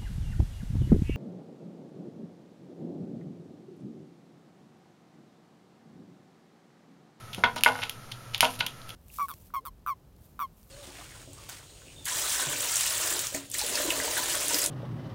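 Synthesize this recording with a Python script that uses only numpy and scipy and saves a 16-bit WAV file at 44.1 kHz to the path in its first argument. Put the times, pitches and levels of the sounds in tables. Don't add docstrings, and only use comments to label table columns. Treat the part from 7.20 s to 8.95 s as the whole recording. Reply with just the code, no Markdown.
import sys
import numpy as np
from scipy import signal
from scipy.fft import rfft, irfft
from scipy.io import wavfile
from scipy.ndimage import map_coordinates

SR = 44100
rng = np.random.default_rng(int(sys.argv[2]) if len(sys.argv) > 2 else 0)


def unload_wav(signal):
    wavfile.write(
        sys.argv[1],
        SR,
        np.round(np.clip(np.atleast_2d(signal).T, -1, 1) * 32767).astype(np.int16),
    )


N = 77175
T = np.arange(N) / SR

# frequency_hz, gain_db
AIR_SPECTRUM = [(15, 6.5), (25, -10), (117, -2.5), (384, -12), (560, -9.5), (800, -12.5), (1160, -13.5),
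                (1500, -14), (4370, -20.5), (11000, -21), (16000, -38)]
# centre_hz, width_hz, level_db
HUM_BANDS = [(116.5, 30.3, -49.5), (1318, 102, -55)]
# low_hz, high_hz, gain_db, t60_s
ROOM_TAIL = [(97, 350, -4.5, 0.96), (423, 1070, -3.5, 0.15), (1070, 1950, -9, 0.2), (2270, 5300, -10, 0.19),
             (5330, 11700, -9.5, 0.21)]
# start_s, length_s, level_db, treble_db
SLIDES = [(0.125, 0.1, -53, 0), (0.357, 0.042, -39.5, -9), (0.478, 0.21, -47.5, 0.5),
          (0.914, 0.013, -41, -4.5), (1.132, 0.034, -40.5, -9), (1.236, 0.15, -46.5, 7.5),
          (1.385, 0.03, -41, 3.5), (1.676, 0.045, -50.5, 1)]
# frequency_hz, gain_db
SLIDE_SPECTRUM = [(200, -16), (1000, -7), (3000, 6.5), (6500, -1.5), (11000, -0.5), (13000, -10),
                  (16000, -26)]
# start_s, level_db, t60_s
ROCKINGS = [(0.180, -35, 0.062), (0.203, -44.5, 0.071), (0.237, -35, 0.1), (0.363, -44, 0.14),
            (1.229, -41, 0.12), (1.403, -48, 0.28)]
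# frequency_hz, gain_db
BUMP_SPECTRUM = [(40, -10), (100, -5), (220, 4.5), (320, -7.5), (430, -5.5), (1500, -31), (4000, -84)]
# start_s, level_db, corner_hz, low_modes_db
LANDINGS = [(.1795, -42.5, 900, 5.5), (0.2371, -16.5, 2720, -6.5), (.2665, -58, 1430, 16),
            (.291, -48.5, 1190, 20), (.363, -34, 1160, -3), (.4610, -15, 1890, 0.5),
            (.4773, -30.5, 980, -2.5), (.554, -35.5, 1360, -4.5), (.590, -38.5, 1830, -0.5),
            (.630, -35.5, 2390, -2.5), (1.1465, -52, 1000, 1), (1.2285, -20, 1130, -4.5),
            (1.2443, -27.5, 1035, -3.5), (1.407, -32, 1920, -9)]
# time_s, position_m
TOY_PATH = [(.24, .297), (.46, .373), (1.23, .408), (1.41, .495)]
# pitch_hz, gain_db, t60_s
BOARD_MODES = [(223, -32, 0.18), (254.3, -21, 0.38), (456, -10.5, 0.24), (492.6, -16, 0.45),
               (639, -14.5, 0.105), (709, -1, 0.11), (791, -8.5, 0.18), (854, -8.5, 0.15), (968, 4.5, 0.11),
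               (1024, -11.5, 0.18), (1330, -10, 0.15), (1470, 9.5, 0.054), (1854, -4, 0.075),
               (2122, 12.5, 0.04)]
# frequency_hz, gain_db
CROWD_SPECTRUM = [(150, -22), (400, -16.5), (720, 1.5), (1150, -5), (1500, -12), (3300, -0.5), (6000, -6.5),
                  (16000, -42)]
# start_s, level_db, treble_db, contact_s, pitch_ratio
EDGE_TAPS = [(0.13, -39, -12.5, 0.0075, 1.15), (0.1466, -32, -4.5, 0.0012, 0.98),
             (0.238, -22.5, -22.5, 0.0023, 1.095), (0.3597, -34.5, 0, 0.0032, 0.78),
             (0.4092, -34.5, -3, 0.00066, 0.92), (0.436, -10.5, -2, 0.0007, 1.01),
             (0.447, -22, -8, 0.00066, 1.1), (0.4765, -27.5, -13, 0.0026, 0.89),
             (0.4854, -28.5, -11, 0.0028, 1.05), (.617, -40, -24, 0.0089, .95),
             (0.6285, -34, -32, 0.0036, 1.2), (.6345, -26.5, -16, 0.0023, 1),
             (0.6950, -26.5, -1.5, 0.00177, 1.065), (0.9197, -32, -15, 0.0011, 1.23),
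             (1.1463, -21.5, -18, 0.00066, 1.164), (1.179, -34.5, -2, 0.0014, 1.13),
             (1.207, -8, -6, 0.00044, 0.97), (1.2179, -31, -7, 0.0036, 0.98), (1.232, -28, -9, 0.005, 1),
             (1.2439, -25, -9, 0.003, 1.07), (1.2523, -20, -20, 0.0006, 1),
             (1.4030, -28.5, -32, 0.003, 1.5), (1.4067, -21.5, -26, 0.0025, 0.98),
             (1.4635, -27, -5, 0.0038, 1.08), (1.616, -46, -22, 0.0012, 1.42),
             (1.6921, -38.5, -3, 0.00088, 1.1), (1.7042, -37.5, -14, 0.00096, 1.1)]
# pitch_hz, gain_db, t60_s
SHELL_MODES = [(2747, 6, 0.0046), (3050, 0, 0.012), (3400, -22, 0.0077)]
# frequency_hz, gain_db
CRACK_SPECTRUM = [(200, -23), (800, -3), (1200, -12.5), (2700, 3.5), (3900, -0.5), (6500, -0.5), (9000, 1),
                  (11000, 6), (13000, -4), (16000, -7.5)]

BEND_WAVELENGTH_M, NODE_DB = .1, 2.5
CROWD_DB, CROWD_T60_S = -3, 0.091
LOW_MODES_HZ, TREBLE_HZ = 772, 6700
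CRACK_DB = 4.5
SHELL_LOW_HZ = 1120


def undb(db):
    return 10 ** (np.asarray(db) / 20)


def level(x, db, size=N):
    return x * undb(db) / np.sqrt(np.mean(x[:size] ** 2) + 1e-18)


def fade(t60):
    return np.exp(-np.log(1000) * T / max(t60, 1e-4))


def add(out, start_s, x):
    i = int(round(max(start_s, 0) * SR))
    out[i:i + len(x)] += x[:N - i]


def butter(x, hz, kind, order=2):
    return signal.sosfilt(signal.butter(order, np.clip(hz, 10, SR * .49), kind, fs=SR, output="sos"), x)


def colour(points, size=4096):
    hz, db = np.array(points).T
    bins_hz = np.maximum(np.fft.rfftfreq(size, 1 / SR), 1)
    gain = undb(np.interp(np.log(bins_hz), np.log(hz), db))
    cepstrum = irfft(np.log(gain))
    cepstrum[1:size // 2] *= 2
    cepstrum[size // 2 + 1:] = 0
    return irfft(np.exp(rfft(cepstrum)))


def through(x, response):
    return signal.fftconvolve(x, response)[:len(x)]


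def ring(modes):
    return sum(undb(db) * fade(t60) * np.sin(2 * np.pi * hz * T) * (-1) ** (k // 2)
               for k, (hz, db, t60) in enumerate(modes))


def brighten(x, treble_db):
    tilt = [(TREBLE_HZ / 1.73, 0), (TREBLE_HZ * 1.73, treble_db), (TREBLE_HZ * 2.0, 1.3 * treble_db)]
    return through(x, colour(tilt))


def room_tone():
    out = level(through(rng.standard_normal(N), colour(AIR_SPECTRUM)), db=-48.5)
    for hz, width_hz, db in HUM_BANDS:
        band = butter(rng.standard_normal(N), [hz - width_hz / 2, hz + width_hz / 2], "band")
        out += level(band, db)
    return out


def room_reflections(direct, gap_s=0.0065, early_db=-12, early_t60_s=0.028):
    def echoes(envelope):
        return rng.standard_normal(N) * envelope / np.sqrt(np.sum(envelope ** 2))

    early_rise = np.minimum(T / gap_s, 1)
    tail_rise = np.clip(T / gap_s - 1, 0, 1)
    response = undb(early_db) * echoes(early_rise * fade(early_t60_s))
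    for low_hz, high_hz, db, t60 in ROOM_TAIL:
        response += undb(db) * butter(echoes(tail_rise * fade(t60)), [low_hz, high_hz], "band")
    return direct + through(direct, response)


def scrapes(rough_db=4.5, rough_hz=302):
    out, tone = np.zeros(N), colour(SLIDE_SPECTRUM)
    for start_s, length_s, db, treble_db in SLIDES:
        size = int(length_s * SR)
        roughness = level(butter(rng.standard_normal(N), rough_hz, "low"), 0)
        friction = rng.standard_normal(N) * undb(rough_db * roughness)
        hiss = brighten(through(friction[:size], tone), treble_db)
        add(out, start_s, level(hiss * signal.windows.tukey(size, .5), db))
    return out


def bumps():
    out, tone, size = np.zeros(N), colour(BUMP_SPECTRUM), SR // 3
    for start_s, db, t60 in ROCKINGS:
        shake = rng.standard_normal(size) * fade(t60)[:size]
        add(out, start_s, level(through(shake, tone), db, size=600))
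    return out


def board_knocks():
    out, size = np.zeros(N), SR // 2
    crowd_tone = colour(CROWD_SPECTRUM)
    for start_s, db, corner_hz, low_modes_db in LANDINGS:
        wavelengths = np.interp(start_s, *np.array(TOY_PATH).T) / BEND_WAVELENGTH_M
        modes = [(hz, mode_db + NODE_DB * np.cos(4 * np.pi * wavelengths * np.sqrt(hz / 1000)), t60)
                 for hz, mode_db, t60 in BOARD_MODES]
        crowd = through(rng.standard_normal(size) * fade(CROWD_T60_S)[:size], crowd_tone)
        wood = level(ring(modes)[:size], 0, size=800) + level(crowd, CROWD_DB, size=800)
        knock = butter(wood, corner_hz, "low", order=3)
        bass_tilt = colour([(LOW_MODES_HZ / 1.2, low_modes_db), (LOW_MODES_HZ * 1.2, 0)])
        add(out, start_s, level(through(knock, bass_tilt), db, size=800))
    return out


def edge_clicks():
    out, size = np.zeros(N), SR // 10
    shell = np.gradient(ring(SHELL_MODES)[:size])
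    for start_s, db, treble_db, contact_s, pitch_ratio in EDGE_TAPS:
        age = T[:size] / contact_s
        contact = rng.standard_normal(size) * age * np.exp(-2 * age)
        push = irfft(np.exp(1j * np.angle(rfft(contact))))[:size // 2]
        crack = colour([(hz * pitch_ratio, gain_db) for hz, gain_db in CRACK_SPECTRUM])
        pitched_shell = map_coordinates(shell, [np.arange(len(crack)) * pitch_ratio])
        plastic = level(pitched_shell, 0, size=130) + level(crack, CRACK_DB, size=130)
        click = butter(through(push, plastic), SHELL_LOW_HZ, "high")
        add(out, start_s, level(brighten(click, treble_db), db, size=130))
    return out


def scene():
    tumble = board_knocks() + bumps() + edge_clicks() + scrapes()
    return (room_reflections(tumble) + room_tone())[None]


def record(dry):
    ceiling, dip_hz, dip_width_hz, top_hz = .8, 7907, 1980, 15900
    rounded = dry / (1 + (dry / ceiling) ** 6) ** (1 / 6)
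    dipped = signal.lfilter(*signal.iirnotch(dip_hz, dip_hz / dip_width_hz, fs=SR), rounded)
    return signal.sosfilt(signal.ellip(8, .2, 80, top_hz, fs=SR, output="sos"), dipped)


dry = scene()
out = record(dry)
unload_wav(out)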